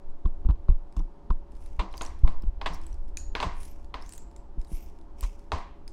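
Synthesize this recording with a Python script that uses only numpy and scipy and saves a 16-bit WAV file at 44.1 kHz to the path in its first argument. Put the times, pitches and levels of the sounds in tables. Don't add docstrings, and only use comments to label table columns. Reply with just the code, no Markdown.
import sys
import numpy as np
from scipy import signal
from scipy.fft import rfft, irfft
from scipy.io import wavfile

SR = 44100
rng = np.random.default_rng(int(sys.argv[2]) if len(sys.argv) > 2 else 0)


def dump(signal):
    limited = np.clip(np.atleast_2d(signal).T, -1, 1)
    pcm = np.round(limited * 32767).astype(np.int16)
    wavfile.write(sys.argv[1], SR, pcm)


def level_to_linear(level):
    exponent = np.asarray(level, float) / 20
    return 10 ** exponent


N = 261365
TIME = np.arange(N) / SR
STEEL_EDGES_HZ = (1500, 4000, 10000, 16200)
# mode_hz, level_db, t60_s
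BOARD_MODES = [(708, -8.5, 0.093), (839, 4, 0.024), (973, 11, 0.025), (1059, 9.5, 0.026),
               (1132, -8.5, 0.056), (1260, -63.5, 0.016), (1630, -39, 0.048)]


def rms_one(x):
    return x / np.sqrt(np.mean(x ** 2) + 1e-20)


def top_one(x):
    return x / (np.max(np.abs(x), axis=-1, keepdims=True) + 1e-12)


def at_hz(points, hz):
    points_hz, points_db = np.transpose(points)
    return np.interp(np.log(hz), np.log(points_hz), points_db)


def band(x, low_hz, high_hz, order=2):
    edges_hz = [low_hz, min(high_hz, 0.45 * SR)]
    return signal.sosfilt(signal.butter(order, edges_hz, "band", fs=SR, output="sos"), x)


def coloured(points, size=N):
    hz = np.maximum(np.arange(size // 2 + 1) * SR / size, 1)
    spectrum = rfft(rng.standard_normal(size)) * level_to_linear(at_hz(points, hz))
    return rms_one(irfft(spectrum, size))


def ring(x, hz, t60_s):
    r = level_to_linear(-60 / (t60_s * SR))
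    w = 2 * np.pi * hz / SR
    return signal.lfilter([0, np.sin(w)], [1, -2 * r * np.cos(w), r * r], x)


def add(track, start_s, piece):
    at = round(start_s * SR)
    track[at:at + len(piece)] += piece[:N - at]


def stroke(points_s, points_db):
    first_s, last_s = points_s[0], points_s[-1]
    gate = np.interp(TIME, [first_s - 0.02, first_s, last_s, last_s + 0.02], [0, 1, 1, 0])
    return gate * level_to_linear(np.interp(TIME, points_s, points_db))


def background():
    # freq_hz, density_db
    air = [(53, -13.5), (90, -16.5), (125, -7), (272, -9), (323, -9), (510, -20), (568, -16), (633, -23.5),
           (690, -19), (896, -13.5), (1140, -23), (2090, -37), (5300, -44.5), (12100, -57), (16000, -68)]
    # centre_hz, width_hz, level_db
    whirr = [(329, 2.9, -65), (401.3, 21, -66.5)]
    # tone_hz, level_db
    tones = [(570.8, -64.5), (694.4, -69)]
    out = level_to_linear(-57) * coloured([(60, -60), *air])
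    for hz, width_hz, db in whirr:
        t60_s = np.log(1000) / np.pi / width_hz
        out += level_to_linear(db) * rms_one(ring(rng.standard_normal(N), hz, t60_s))
    for hz, db in tones:
        unsteady = rms_one(ring(rng.standard_normal(N), hz, 0.99))
        out += level_to_linear(db) * (np.sin(2 * np.pi * hz * TIME) + 0.22 * unsteady)
    return out


def rumble():
    # freq_hz, density_db
    sway = [(3, -14.5), (9, 5), (25, 0), (45, -25.5), (100, -73), (400, -150)]
    # freq_hz, density_db
    tremor = [(15, -31.5), (32, -3), (75, -11), (100, -38.5), (300, -75.5), (800, -150)]
    # time_s, tremor_db
    grip = [(0, -49), (.2, -56), (.45, -40.5), (.8, -49.5), (1.2, -55.5), (1.6, -44), (2.5, -40.5),
            (3.3, -38.5), (4.3, -48.5), (5.4, -47), (5.93, -49.5)]
    tremor_db = np.interp(TIME, *np.transpose(grip))
    return level_to_linear(tremor_db + 7) * coloured(sway) + level_to_linear(tremor_db) * coloured(tremor)


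def jolts():
    # centre_s, level_db, contact_s, mount_hz
    pushes = [(0.071, -23, 0.076, 9), (0.258, -11, 0.017, 15.4), (.5, -10.5, 0.011, 40),
              (0.719, -12, 0.017, 19.5), (0.975, -18.5, 0.016, 33), (1.008, -16, 0.051, 26.7),
              (1.309, -12, 0.019, 16.4), (2.244, -2, 0.019, 5.23), (4.738, -21.5, 0.019, 18.4),
              (5.236, -18, 0.021, 34), (5.536, -18, 0.017, 78)]
    # centre_s, level_db, contact_s, mount_hz
    pulls = [
        (0.463, -9.5, 0.022, 2.6),
        (.491, -13.5, 0.01, 26),
        (.698, -4.5, 0.019, 4.8),
        (1.797, -13.5, 0.02, 21),
        (2.48, -10, 0.028, 16),
        (3.47, -18.5, 0.013, 16),
        (4.591, -17, 0.025, 12),
    ]
    out, t = np.zeros(N), TIME[:SR // 2]
    for rows, sign, damping in ((pushes, 1, 0.21), (pulls, -1, 0.69)):
        for centre_s, db, contact_s, mount_hz in rows:
            push = sign * level_to_linear(db) * np.sin(np.pi * np.clip(t / contact_s, 0, 1)) ** 2
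            w = 2 * np.pi * mount_hz
            b, a = signal.bilinear([1, w * damping, 0], [1, 2 * w * damping, w * w], SR)
            add(out, centre_s - contact_s / 2, signal.lfilter(b, a, push))
    return out


def thuds():
    # start_s, level_db, t60_s
    hits = [(0.256, -30, 0.091), (0.45, -32.5, 0.11), (0.487, -30, 0.13), (0.501, -38, 0.13),
            (0.689, -25, 0.058), (0.968, -35.5, 0.19), (0.993, -33, 0.1), (1.305, -28.5, 0.06),
            (1.821, -36.5, 0.15), (2.238, -34, 0.24), (2.28, -42, 0.1), (2.437, -33.5, 0.041),
            (2.701, -38, 0.26), (3.447, -31.5, 0.14), (4.574, -37.5, 0.056), (4.717, -35, 0.061),
            (5.532, -42, 0.11)]
    low_hz, upper_hz, upper_db = 180, 306.2, -6.5
    contact_s, detune = 0.00093, 0.061
    out, t = np.zeros(N), TIME[:SR // 4]
    touch = np.sin(np.pi * np.clip(t / contact_s, 0, 1))
    for start_s, db, t60_s in hits:
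        low_draw, upper_draw = rng.standard_normal(2)
        low = top_one(ring(touch, low_hz * (1 + detune * low_draw), t60_s))
        upper = top_one(ring(touch, upper_hz * (1 + detune * upper_draw), t60_s))
        add(out, start_s, level_to_linear(db) * (low + level_to_linear(upper_db) * upper))
    return out


def kitchen(x):
    # freq_hz, t60_s
    room_t60 = [(200, 0.4), (530, 0.25), (1390, 0.46), (3000, 0.53), (5000, 0.36), (7000, .32),
                (10000, 0.1), (14000, 0.24)]
    # freq_hz, level_db
    room_colour = [(200, 13), (500, 16), (1000, 11), (1600, 9.5), (3000, -1.5), (4800, 3.5), (7000, 5),
                   (14000, 4.5)]
    t, tail = TIME[:SR * 3 // 4], 0
    for hz in 177 * 2 ** np.arange(0, 6.7, 1 / 3):
        noise = band(rng.standard_normal(len(t)), hz / 2 ** 0.27, hz * 2 ** 0.24)
        tail = tail + noise * level_to_linear(at_hz(room_colour, hz) - 60 * t / at_hz(room_t60, hz))
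    tail *= np.clip((t - 0.002) / 0.0016, 0, 1)
    return signal.fftconvolve(x, tail / np.sqrt(np.sum(tail ** 2)))[:N]


def chatter():
    catches = (rng.random(N) < 160 / SR) * rng.exponential(1, N)
    grains = 1 + 0.8 * signal.lfilter([1], [1, -0.992], catches)
    stick_slip = rms_one(band(rng.standard_normal(N), 9.8, 53))
    return rms_one(grains * level_to_linear(0.5 * stick_slip))


def friction_hiss():
    # start_s, hardest_s, end_s, hiss_db
    strokes = [(1.516, 1.645, 1.97, -68.5), (1.904, 2.03, 2.5, -73), (2.71, 2.726, 2.93, -66),
               (2.78, 2.864, 3.1, -74.5), (3.538, 3.637, 3.84, -59), (4.02, 4.13, 4.46, -71),
               (4.602, 4.64, 4.62, -67.5), (4.69, 4.742, 4.98, -58.5), (4.775, 4.87, 4.89, -78),
               (5.18, 5.245, 5.36, -53.5), (5.37, 5.39, 5.6, -71.5)]
    # freq_hz, density_db
    colour = [(1200, -20), (2200, 16.5), (3000, 11.5), (4000, 0.5), (5500, 13), (8000, 7), (14500, -4.5),
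              (16500, -6)]
    rise_db, fall_db = 16.5, 20.5
    gain = sum(stroke([start_s, hardest_s, end_s], [db - rise_db, db, db - fall_db])
               for start_s, hardest_s, end_s, db in strokes)
    return coloured(colour) * gain


def squeals():
    # start_s, end_s, first_hz, last_hz, level_db
    glides = [(1.546, 1.685, 8600, 10400, -72), (1.922, 2.073, 5040, 7500, -56.5),
              (2.707, 2.771, 5200, 5500, -53.5), (2.793, 2.94, 7140, 8400, -77),
              (3.504, 3.578, 8200, 8700, -72), (3.563, 3.688, 9230, 10400, -55.5),
              (3.64, 3.741, 12000, 12800, -64), (4.017, 4.202, 5200, 9100, -55),
              (4.15, 4.253, 7500, 6884, -70), (4.682, 4.796, 8900, 12360, -55),
              (4.724, 4.882, 13150, 14400, -62.5)]
    peak_share, rise_db, fall_db = 0.74, 13.5, 21.5
    wobble = rng.standard_normal((2, N))
    low_pass = signal.butter(1, 450, fs=SR, output="sos")
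    narrow = signal.sosfilt(low_pass, wobble[0] + 1j * wobble[1])
    narrow = narrow / np.sqrt(np.mean(np.abs(narrow) ** 2) / 2)
    out = np.zeros(N)
    for start_s, end_s, first_hz, last_hz, db in glides:
        peak_s = start_s + peak_share * (end_s - start_s)
        gain = stroke([start_s, peak_s, end_s], [db - rise_db, db, db - fall_db])
        on = gain > 0
        hz = np.interp(TIME[on], [start_s, end_s], [first_hz, last_hz])
        carrier = np.exp(2j * np.pi * np.cumsum(hz) / SR)
        out[on] += gain[on] * np.real(narrow[on] * carrier)
    return out


def slides():
    return (friction_hiss() + squeals()) * chatter()


def blade_rings():
    # mode_hz, level_db, t60_s
    modes = [(7140, -8, .23), (6900, -2.5, 0.23), (6800, -6, 0.23), (6700, -11, 0.18)]
    # start_s, ring_db, clack_db, clack_hz
    claps = [
        (3.171, -52, -28.5, 6800),
        (4.179, -89, -40.5, 7430),
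        (4.362, -92, -56, 7630),
    ]
    clicks, clacks = np.zeros(N) + 1e-18, np.zeros(N)
    click = 1.0 * (TIME[:SR // 50] == 0)
    for start_s, ring_db, clack_db, hz in claps:
        clicks[round(start_s * SR)] = level_to_linear(ring_db)
        add(clacks, start_s, level_to_linear(clack_db) * top_one(band(click, 0.96 * hz, 1.05 * hz, order=3)))
    rings = sum(level_to_linear(db) * ring(clicks, hz, t60_s) for hz, db, t60_s in modes)
    return rings, clacks


def steel_bands(drive):
    return [top_one(band(drive, low_hz, high_hz, order=3))
            for low_hz, high_hz in zip(STEEL_EDGES_HZ, STEEL_EDGES_HZ[1:])]


def ticks():
    # start_s, peak_db, ring_hz, top_db re peak
    clear = [(0.9924, -44, 5800, -35), (1.661, -41, 10500, -21), (1.927, -42, 4100, -25),
             (1.971, -40, 6100, -4), (1.9782, -31, 5130, -12), (2.019, -25.5, 6830, -28),
             (2.0329, -32, 6800, -21), (2.0506, -32, 7500, -16.5), (2.063, -28.5, 6000, -35),
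             (2.282, -46, 3920, -9.5), (2.4218, -45, 5470, -12), (2.735, -40, 5700, -13),
             (2.7453, -42.5, 5300, -2), (2.866, -36.5, 8070, -11), (2.928, -45.5, 5950, -24),
             (3.171, -20, 6600, -20), (3.6316, -35, 10600, -15), (3.6528, -36, 10400, -17),
             (4.0228, -38.5, 5390, -16), (4.062, -40.5, 6620, -19), (4.0923, -34.5, 7710, -10),
             (4.099, -60, 7750, -28), (4.123, -32, 8560, -23), (4.1354, -32.5, 8250, -12),
             (4.1789, -34, 7100, -8), (4.363, -40, 7440, -28), (5.2082, -31.5, 7980, -4.5),
             (5.878, -34, 5326, -20), (3.1717, -30, 2520, -30), (4.6713, -52, 3980, -19)]
    # start_s, peak_db
    pivot = [(0.925, -48), (0.9823, -59), (1.5199, -47.5), (1.552, -50), (1.5674, -49), (1.624, -51),
             (1.701, -60), (2.1902, -48), (2.3213, -48), (2.815, -41), (2.8365, -43), (2.9427, -46),
             (3.081, -48), (3.0893, -50), (3.5797, -54), (3.6787, -42), (3.845, -46.5), (4.014, -47),
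             (4.313, -49), (4.597, -51), (4.6148, -41), (4.6474, -43.5), (4.704, -51), (4.7694, -40),
             (4.988, -50), (5.013, -50), (5.192, -48), (5.382, -60), (5.3935, -46), (5.583, -39)]
    pivot_hz, pivot_top_db, pivot_ring_db = 5500, -23.5, -10
    burst_t60_s = 0.0096
    rows = [(*row, 0) for row in clear]
    rows += [(start_s, db, pivot_hz, pivot_top_db, pivot_ring_db) for start_s, db in pivot]
    direct, sent, t = np.zeros(N), np.zeros(N), TIME[:SR // 30]
    bursts = rng.standard_normal((len(rows), len(t))) * level_to_linear(-60 * t / burst_t60_s)
    click = 1.0 * (t == 0)
    even_dull, even_mid, _ = steel_bands(click)
    for row, burst, dull, mid, top in zip(rows, bursts, *steel_bands(bursts)):
        start_s, db, hz, top_db, ring_db = row
        dull_db = -10.5 - 0.15 * (db + 46.5)
        ringing, even_ring = level_to_linear(ring_db) * top_one(band([burst, click], 0.929 * hz, 1.023 * hz))
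        tick = 0.44 * mid + 0.44 * ringing + level_to_linear(dull_db) * dull + level_to_linear(top_db) * top
        even_tick = even_mid + 0.12 * even_ring + level_to_linear(dull_db) * even_dull
        add(direct, start_s, level_to_linear(db) * tick)
        add(sent, start_s, level_to_linear(db) * even_tick)
    return direct, sent


def snap_shape(drive, mode_db, board_db, edge_db, order):
    low_hz, mid_hz, high_hz = 1250, 4300, 8500
    crack = top_one(band(signal.lfilter([1], [1, -0.7], drive), low_hz, mid_hz, order=order))
    wood = sum(level_to_linear(db + extra_db) * ring(drive, hz, t60_s)
               for (hz, db, t60_s), extra_db in zip(BOARD_MODES, mode_db))
    wood = top_one(wood) + level_to_linear(-28.5) * top_one(band(drive, 170, 800))
    edge = band(drive, mid_hz, high_hz) - level_to_linear(-19) * band(drive, *STEEL_EDGES_HZ[2:])
    return crack + level_to_linear(board_db) * top_one(wood) - level_to_linear(edge_db) * top_one(edge)


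def snaps():
    # start_s, crack_db, board_db re crack, edge_db re crack, decay_s
    fish = [(1.7938, -26.5, 1.5, -19.5, 0.089), (1.94, -36.5, 0, -22, 0.013),
            (2.0111, -25.5, -1.5, -26, 0.027), (2.2407, -39, 4.5, -25, 0.019),
            (2.2762, -32.5, 0, -26, 0.028), (2.614, -28.5, -2, -44, 0.024), (2.66, -21, -1.5, -19.5, 0.073),
            (3.352, -17, -7, -52, 0.014), (3.4023, -18.5, -6, -19.5, 0.013), (3.4274, -22, 1.5, -15, 0.05),
            (3.9414, -26, -3, -57, 0.028), (5.5191, -18.5, -0.5, -21.5, 0.0081)]
    # start_s, crack_db, board_db re crack
    crumbs = [
        (0.9662, -46.5, 6.5),
        (5.2285, -42.5, 8),
        (5.2359, -35.5, -7),
        (5.2474, -48, 9),
    ]
    # start_s, crack_db, board_db re crack
    taps = [(0.2567, -43.5, 8), (0.4495, -71.5, 27.5), (0.4892, -45.5, 10.5), (0.4983, -54, 22),
            (0.5087, -44.5, 11), (0.5566, -60, 2), (0.6851, -60.5, 25.5), (0.701, -48.5, 8),
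            (0.7258, -55.5, 5), (0.9925, -45.5, -3), (1.0035, -64.5, 26), (1.3045, -46.5, 20.5),
            (2.4348, -52, 5)]
    # edge_db, decay_s, room_db appended per kind
    rows = [(*row, -16.5) for row in fish]
    rows += [(*row, 1, 0.045, -34.5) for row in crumbs]
    rows += [(*row, -27, 0.019, -40) for row in taps]
    skin_low_hz, skin_high_hz, skin_t60_s, skin_db = 1300, 5200, 0.022, -12
    direct, sent, t = np.zeros(N), np.zeros(N), TIME[:SR // 10]
    click = 1.0 * (t == 0)
    for start_s, crack_db, board_db, edge_db, decay_s, room_db in rows:
        noise, clumps = rng.standard_normal((2, len(t)))
        spray = noise * level_to_linear(5.94 * clumps - 60 * t / decay_s)
        spray[0] = 7.8
        skin_hz = skin_low_hz * (skin_high_hz / skin_low_hz) ** ((np.arange(5) + rng.random(5)) / 5)
        skin = level_to_linear(skin_db) * top_one(sum(ring(spray, hz, skin_t60_s) for hz in skin_hz))
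        mode_db = 3 * rng.standard_normal(len(BOARD_MODES))
        snap = snap_shape(spray, mode_db, board_db + 0.6, edge_db, order=4)
        even_snap = snap_shape(click, 0 * mode_db, board_db - 0.5, edge_db + 7.5, order=2)
        add(direct, start_s, level_to_linear(crack_db - 0.6) * (skin + snap))
        add(sent, start_s, level_to_linear(crack_db + room_db) * even_snap)
    return direct, sent


def scene():
    fish, fish_sent = snaps()
    steel, steel_sent = ticks()
    rings, clacks = blade_rings()
    hiss = slides()
    sent = level_to_linear(16) * fish_sent + level_to_linear(-6) * (steel_sent + rings) + clacks + level_to_linear(-18.5) * hiss
    near = fish + steel + rings + hiss
    return (near + kitchen(sent) + thuds() + jolts() + rumble() + background())[None]


def roll_off(x):
    return signal.sosfilt(signal.butter(12, 16610, fs=SR, output="sos"), x)


def record(dry):
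    limit = np.where(dry > 0, 0.66, 0.5)
    flattened = dry / (1 + (dry / limit) ** 8) ** (1 / 8)
    rolled = signal.sosfilt(signal.cheby2(8, 30, 16600, fs=SR, output="sos"), flattened)
    return roll_off(rolled)


dry = scene()
out = record(dry)
dump(out)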